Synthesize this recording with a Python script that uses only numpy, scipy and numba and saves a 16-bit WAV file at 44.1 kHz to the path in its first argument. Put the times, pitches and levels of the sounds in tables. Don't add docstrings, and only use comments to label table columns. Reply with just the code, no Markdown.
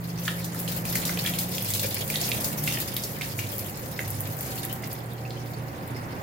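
import sys
import numpy as np
from scipy import signal
from scipy.fft import rfft, irfft
from scipy.io import wavfile
from scipy.ndimage import uniform_filter1d
from numba import njit

SR = 44100
rng = np.random.default_rng(int(sys.argv[2]) if len(sys.argv) > 2 else 0)


def pcm_store(signal):
    levels = np.round(np.clip(np.atleast_2d(signal), -1, 1) * 32767)
    wavfile.write(sys.argv[1], SR, levels.astype(np.int16).T)


N = 274302
TIME = np.arange(N) / SR
FREQ = np.fft.rfftfreq(N, 1 / SR)
TOP_HZ = 15900


# t/s, patter level/dB, spray level/dB
FLOW = [(0.18, -48, -47), (0.25, -39.5, -34), (0.52, -59, -47.5), (0.59, -42.5, -36.5),
        (0.77, -40.5, -35.5), (0.84, -50, -45), (0.89, -37.5, -34.5), (1.62, -39, -34.5),
        (1.74, -38.5, -30), (1.98, -35, -38), (2.07, -43, -34), (2.2, -33, -33), (2.43, -44, -32),
        (2.55, -44.5, -38), (2.66, -38.5, -32), (3.15, -44, -40.5), (3.6, -45, -37), (3.76, -47, -41.5),
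        (4.33, -48.5, -40.5), (4.52, -38.5, -35.5), (4.8, -48, -46.5), (4.94, -46, -44.5),
        (5.06, -52.5, -51.5), (6.2, -50.5, -53.5)]
# f/Hz, gain/dB
PATTER_EQ = [(500, -29), (1000, -4), (1500, -18), (2200, 7), (3200, 2.5), (4700, 5.5), (8000, -3.5),
             (11000, 6.5), (15000, -20)]

def patter(blob_power, steady_power=.3, trim_db=-1.03):
    shower = drops(count=6000, lo_hz=1100, hi_hz=10000, cycles=9, scatter_db=2.7, rise=.15)
    shower = colour(shower, PATTER_EQ) * np.sqrt(steady_power + blob_power)
    gain = np.hypot(undb(curve(FLOW, column=1) + trim_db), rebound())
    return pan(unit(room(shower, wet_db=4)), left_db=-0.5) * gain


# f/Hz, gain/dB
SPRAY_EQ = [(4000, -12), (7000, -3.5), (9500, -5.5), (12000, -1), (14000, -1), (15800, -5)]

def spray(blob_power, steady_power=.3, trim_db=-1.5):
    mist = drops(count=6500, lo_hz=6000, hi_hz=15500, cycles=6, scatter_db=2.6, rise=.05)
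    mist = colour(mist, SPRAY_EQ) * np.sqrt(steady_power + blob_power)
    return unit(room(mist, wet_db=0.5)) * undb(curve(FLOW, column=2) + trim_db)


def blobs(count=300, decay_s=0.0031, scatter_db=8, lumpy_db=-49):
    when, size = rng.random((count, 2)).T
    hits = np.bincount((when * (N - 1)).astype(int), undb(scatter_db * size) ** 2, N)
    energy = signal.lfilter([1], [1, -np.exp(-1 / (decay_s * SR))], hits)
    local_mean = uniform_filter1d(energy, SR // 12) + energy.mean() / 20
    lumpy = np.minimum(undb(curve(FLOW, column=2) - lumpy_db), 1)
    return lumpy * energy / local_mean + 1 - lumpy


# t/s, level/dB, air pocket f/Hz, slap decay/s, fizz peak re spray/dB
SPLATS = [(0.2787, -20.5, 1690, 0.0045, 5), (0.28, -22.5, 3230, 0.0063, 8), (0.444, -34, 4600, 0.006, 22.5),
          (0.546, -35.5, 1400, 0.0023, 13.5), (0.678, -29, 3270, 0.004, 11),
          (0.722, -33.5, 4100, 0.003, 14), (0.853, -33, 2500, .003, 24), (0.954, -24.5, 2180, 0.008, 23.5),
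          (0.955, -28, 4400, 0.02, 9), (1.052, -29, 4900, 0.019, 19), (1.093, -26, 1930, 0.0054, 11),
          (1.173, -28, 2640, 0.0033, -7), (1.25, -28.5, 2170, 0.0075, -2), (1.2616, -22, 3300, 0.002, 17),
          (1.272, -24.5, 2280, 0.015, 16), (1.337, -28.5, 3200, 0.0027, -4), (1.3871, -29, 3660, .007, 23),
          (1.5813, -27, 3570, 0.0018, 16), (1.737, -27, 4670, 0.006, 15), (1.795, -28, 3570, 0.0011, 17.5),
          (1.968, -35, 2380, .003, 0), (2.1006, -27.5, 2310, 0.0027, 17), (2.1575, -21.5, 3700, 0.00096, 2),
          (2.213, -30, 6000, 0.0045, 18), (2.239, -26.5, 4600, 0.008, 0), (2.317, -20.5, 3080, 0.0029, 12),
          (2.444, -30.5, 4960, 0.0066, 19), (2.6758, -21, 2630, 0.0029, 16),
          (2.723, -30, 3540, 0.003, 17.5), (2.772, -26, 2350, 0.0037, -9), (2.9659, -26, 3760, 0.00072, 15),
          (3.037, -30, 5500, .004, 19.5), (3.211, -26, 2210, 0.0043, 17), (3.219, -28.5, 3770, 0.0018, 5),
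          (3.39, -25.5, 2300, 0.0031, 18.5), (3.9913, -22.5, 2140, 0.0031, 7),
          (4.835, -33.5, 2030, 0.0024, -10), (5.306, -35.5, 4100, 0.0026, 9), (5.964, -39, 2200, .002, 16)]

def splats(fragments=14, cycles=13., spread=0.25, crack_s=.0008, fizz_s=0.011):
    out = np.zeros((2, N + SR))
    t = TIME[:SR // 6]
    spray_db = curve(FLOW, column=2)
    ring_cycles = np.full(fragments, cycles)
    for start_s, db, hz, slap_s, fizz_db in SPLATS:
        noise = rng.standard_normal((4, len(t)))
        late, pitch, side = rng.random((3, fragments))
        late[0], pitch[0] = 0, .5
        delay_s = 3 * late * slap_s
        size = np.exp(-delay_s / slap_s) * rng.choice([-1, 1], fragments)
        pocket_hz = hz * np.exp(spread * (2 * pitch - 1))
        rings = [ring(len(t), delay_s * SR, pocket_hz, ring_cycles, size * ear_gain, rise=.1)
                 for ear_gain in (1.5 - side, .5 + side)]
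        body = unit(band(np.array(rings), hz / 1.6, 2 * hz))
        body *= undb(db) * np.sqrt(.004 / t[-1])
        crack = band(noise[:2] * np.exp(-t / crack_s), hz, 2 * hz)
        fizz = band(noise[2:] * np.exp(-t / fizz_s), 4500, TOP_HZ)
        at = int(start_s * SR)
        out[:, at:at + len(t)] += body + peak_at(crack, db - 2) + peak_at(fizz, spray_db[at] + fizz_db)
    return room(out[:, :N], wet_db=-1.5, t60_s=0.3)


def rebound(relative_db=-22.5, decay_s=0.22):
    power = np.zeros(N)
    for start_s, db, *_ in SPLATS:
        at = int(start_s * SR)
        power[at:] += undb(db + relative_db) ** 2 * np.exp(-2 * TIME[:N - at] / decay_s)
    return np.sqrt(power)


# t/s, dry peak level/dB
TICKS = [(1.944, -9), (2.101, -12), (2.290, -11), (2.942, -17), (2.966, -11), (3.582, -14), (4.079, -17),
         (4.104, -16), (4.206, -13), (4.409, -16), (4.651, -12), (4.728, -15), (4.874, -21), (4.930, -19),
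         (5.135, -29), (5.877, -27)]

def ticks(decay_s=.0012):
    out = np.zeros((2, N + SR))
    t = TIME[:SR // 50]
    for start_s, db in TICKS:
        snap = rng.standard_normal((2, len(t))) * np.exp(-t / decay_s)
        at = int(start_s * SR)
        out[:, at:at + len(t)] += peak_at(band(snap, 9500, TOP_HZ), db)
    return room(out[:, :N], wet_db=-3)


def drips(blob_power, steady_power=0.32, trim_db=-4):
    tinkle = drops(count=900, lo_hz=1700, hi_hz=7000, cycles=26, scatter_db=2.3, rise=.12)
    tinkle = colour(tinkle, [(2000, -11.0), (7500, -14.5)]) * np.sqrt(steady_power + blob_power)
    gain = undb(trim_db) * np.hypot(undb(curve(FLOW, column=1)), rebound())
    return unit(room(tinkle, wet_db=7.5)) * gain


# t/s, dry peak level/dB, f/Hz, T60/s
PLINKS = [(1.845, -22, 535, .13), (2.215, -31, 690, .1), (2.435, -31, 530, .1), (5.252, -32, 2580, .03)]

def plinks(rise=.12):
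    out = np.zeros(N)
    for start_s, db, hz, t60_s in PLINKS:
        t = np.maximum(TIME - start_s, 0)
        phase = 2 * np.pi * hz * t * (1 + rise * t / t60_s)
        out += np.sin(phase) * undb(db - 60 * t / t60_s)
    return room(np.array([out, out]), wet_db=-1)


# t/s, level/dB
CHURN = [(0.0, -51.5), (2.25, -43), (2.63, -47), (6.2, -48)]
# f/Hz, gain/dB
CHURN_EQ = [(150, -22.5), (320, -5.5), (530, 3), (750, -5.5), (1000, -10), (1600, -26)]

def churn(trim_db=1.5):
    gurgles = [drops(count=2500, lo_hz=269.2, hi_hz=1160, cycles=16.0, scatter_db=0.7, rise=0.11)[0]
               for _ in range(2)]
    water = unit(diffuse(colour(np.array(gurgles), CHURN_EQ)))
    return pan(water, left_db=-2.5) * undb(curve(CHURN, column=1) + trim_db)


# f/Hz, level/dB
HUM = [(119.7, -40.5), (150.5, -45.5), (296.5, -54.5), (360, -56), (539, -57)]
# start t/s, end t/s, f/Hz, level/dB
DRONES = [(1.636, 2.038, 102, -37), (2.04, 2.257, 151.4, -39.5), (2.49, 2.713, 150.9, -38.5),
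          (3.35, 3.696, 100.6, -37), (4.0, 4.34, 100.9, -36.5), (5.0, 5.414, 119.7, -50),
          (3.9, 6.3, 767, -54.5)]

def hum(waver_db=2.4, drift_rad=0.4, fade_s=0.12):
    def tone(hz, db):
        amplitude = np.sqrt(2) * undb(db + waver_db * wander(5.9))
        return amplitude * np.sin(2 * np.pi * hz * TIME + drift_rad * wander(5))
    out = sum(tone(hz, db) for hz, db in HUM)
    for start_s, end_s, hz, db in DRONES:
        inside_s = np.minimum(TIME - start_s, end_s - TIME)
        out += tone(hz, db) * np.clip(inside_s / fade_s + .5, 0, 1)
    return pan(out, left_db=-2.5)


# t/s, f/Hz, level/dB
RISING_TONE = [(0.0, 170.5, -34.5), (1.36, 175, -35.5), (1.55, 181, -36.5), (1.72, 200, -47),
               (2.3, 213, -41.5), (2.72, 211, -42.5), (2.95, 201, -50), (5.4, 195.5, -57)]

def rising_tone():
    phase = 2 * np.pi * np.cumsum(curve(RISING_TONE, column=1)) / SR
    return np.sqrt(2) * undb(curve(RISING_TONE, column=2)) * np.sin(phase)


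# f/Hz, gain/dB
RUMBLE_EQ = [(20, -24.5), (65, -7), (110, -0.5), (190, -2.5), (260, -6), (420, -11), (800, -13),
             (2000, -18), (3300, -35), (8000, -54)]

def rumble(level_db=-38, waver_db=1.7):
    air = unit(colour(diffuse(rng.standard_normal((2, N))), RUMBLE_EQ))
    return pan(air, left_db=-1.5) * undb(level_db + waver_db * wander(2.9))


def whine(hz=15150, width_hz=300, level_db=-63):
    noise = rng.standard_normal((2, N))
    return undb(level_db) * unit(band(noise, hz - width_hz / 2, hz + width_hz / 2))


def drops(count, lo_hz, hi_hz, cycles, scatter_db, rise):
    when, pitch, life, size, side, lag = rng.random((count, 6)).T
    hz = lo_hz * (hi_hz / lo_hz) ** pitch
    gain = undb(-scatter_db * np.log(size + 1 / 200)) * hz / hi_hz
    ears = []
    for ear in (-1, 1):
        start_sample = when * N + ear * (lag - .5) * 14
        ear_gain = gain * (1 + ear * (side - .5))
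        ears.append(ring(N, start_sample, hz, cycles * (.5 + life), ear_gain, rise))
    return np.array(ears)


@njit
def ring(samples, start_sample, hz, cycles, size, rise):
    out = np.zeros(samples)
    for k in range(len(start_sample)):
        length = int(cycles[k] * SR / hz[k]) + 2
        phase = 0.
        for i in range(length):
            at = int(start_sample[k]) + i
            phase += 2 * np.pi * hz[k] / SR * (1 + rise * i / length)
            if 0 <= at < samples:
                out[at] += size[k] * np.sin(phase) * np.exp(-6. * i / length)
    return out


def room(x, wet_db, t60_s=0.12, gap_s=0.0021):
    t = TIME[:SR // 2]
    density = np.minimum(0.0057 + (t / 0.039) ** 2, 1)
    tail = rng.standard_normal((2, len(t))) * (rng.random((2, len(t))) < density) / np.sqrt(density)
    tail *= undb(-60 * t / t60_s) * (t > gap_s)
    tail /= np.sqrt(np.sum(tail ** 2, axis=1, keepdims=True))
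    wet = signal.fftconvolve(x, tail, axes=1)[:, :N]
    return (x + undb(wet_db) * wet) / np.sqrt(1 + undb(2 * wet_db))


# f/Hz, correlation
EAR_CORRELATION = [(40, 1), (100, 0.9), (350, 0.83), (700, 0.28), (1300, -0.56), (2600, 0.31)]

def diffuse(pair):
    correlation = np.clip(over_hz(EAR_CORRELATION), -.99, .99)
    mid, side = rfft(pair) * np.sqrt([1 + correlation, 1 - correlation])
    return irfft(np.array([mid + side, mid - side]) / np.sqrt(2), N)


def colour(x, points):
    cepstrum = irfft(np.log(undb(over_hz(points))), N)
    cepstrum[1:N // 2] *= 2
    cepstrum[N // 2 + 1:] = 0
    return irfft(rfft(x) * np.exp(rfft(cepstrum)), N)


def band(x, lo_hz, hi_hz):
    sos = signal.butter(2, [lo_hz, min(hi_hz, SR / 2 - 1000)], "band", fs=SR, output="sos")
    return signal.sosfilt(sos, x)


def curve(table, column):
    rows = np.array(table)
    return np.interp(TIME, rows[:, 0], rows[:, column])


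def over_hz(points):
    hz, value = np.transpose(points)
    return np.interp(np.log(FREQ + 1), np.log(hz), value)


def wander(rate_hz):
    knots = rng.standard_normal(1000)
    return np.interp(TIME * rate_hz, np.arange(len(knots)), knots)


def pan(x, left_db):
    return x * undb(np.array([[left_db], [-left_db]]) / 2)


def undb(db):
    return 10 ** (np.asarray(db) / 20)


def unit(x):
    return x / np.sqrt(np.mean(x ** 2))


def peak_at(x, db):
    return undb(db) * x / np.abs(x).max()


def scene():
    shared = blobs()
    water = patter((shared + blobs()) / 2) + spray((shared + blobs()) / 2)
    water += drips(shared) + churn() + splats() + ticks() + plinks()
    return water + hum() + rising_tone() + rumble() + whine()


# f/Hz, gain/dB
LEFT_PORT_EQ = [(6000, -0.5), (9500, -2), (13500, 5)]
RIGHT_PORT_EQ = [(6000, 0), (14000, 0)]

def record(dry):
    heard = np.array([colour(dry[0], LEFT_PORT_EQ), colour(dry[1], RIGHT_PORT_EQ)])
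    return signal.sosfilt(signal.ellip(10, .2, 70, TOP_HZ, fs=SR, output="sos"), heard)


dry = scene()
out = record(dry)
pcm_store(out)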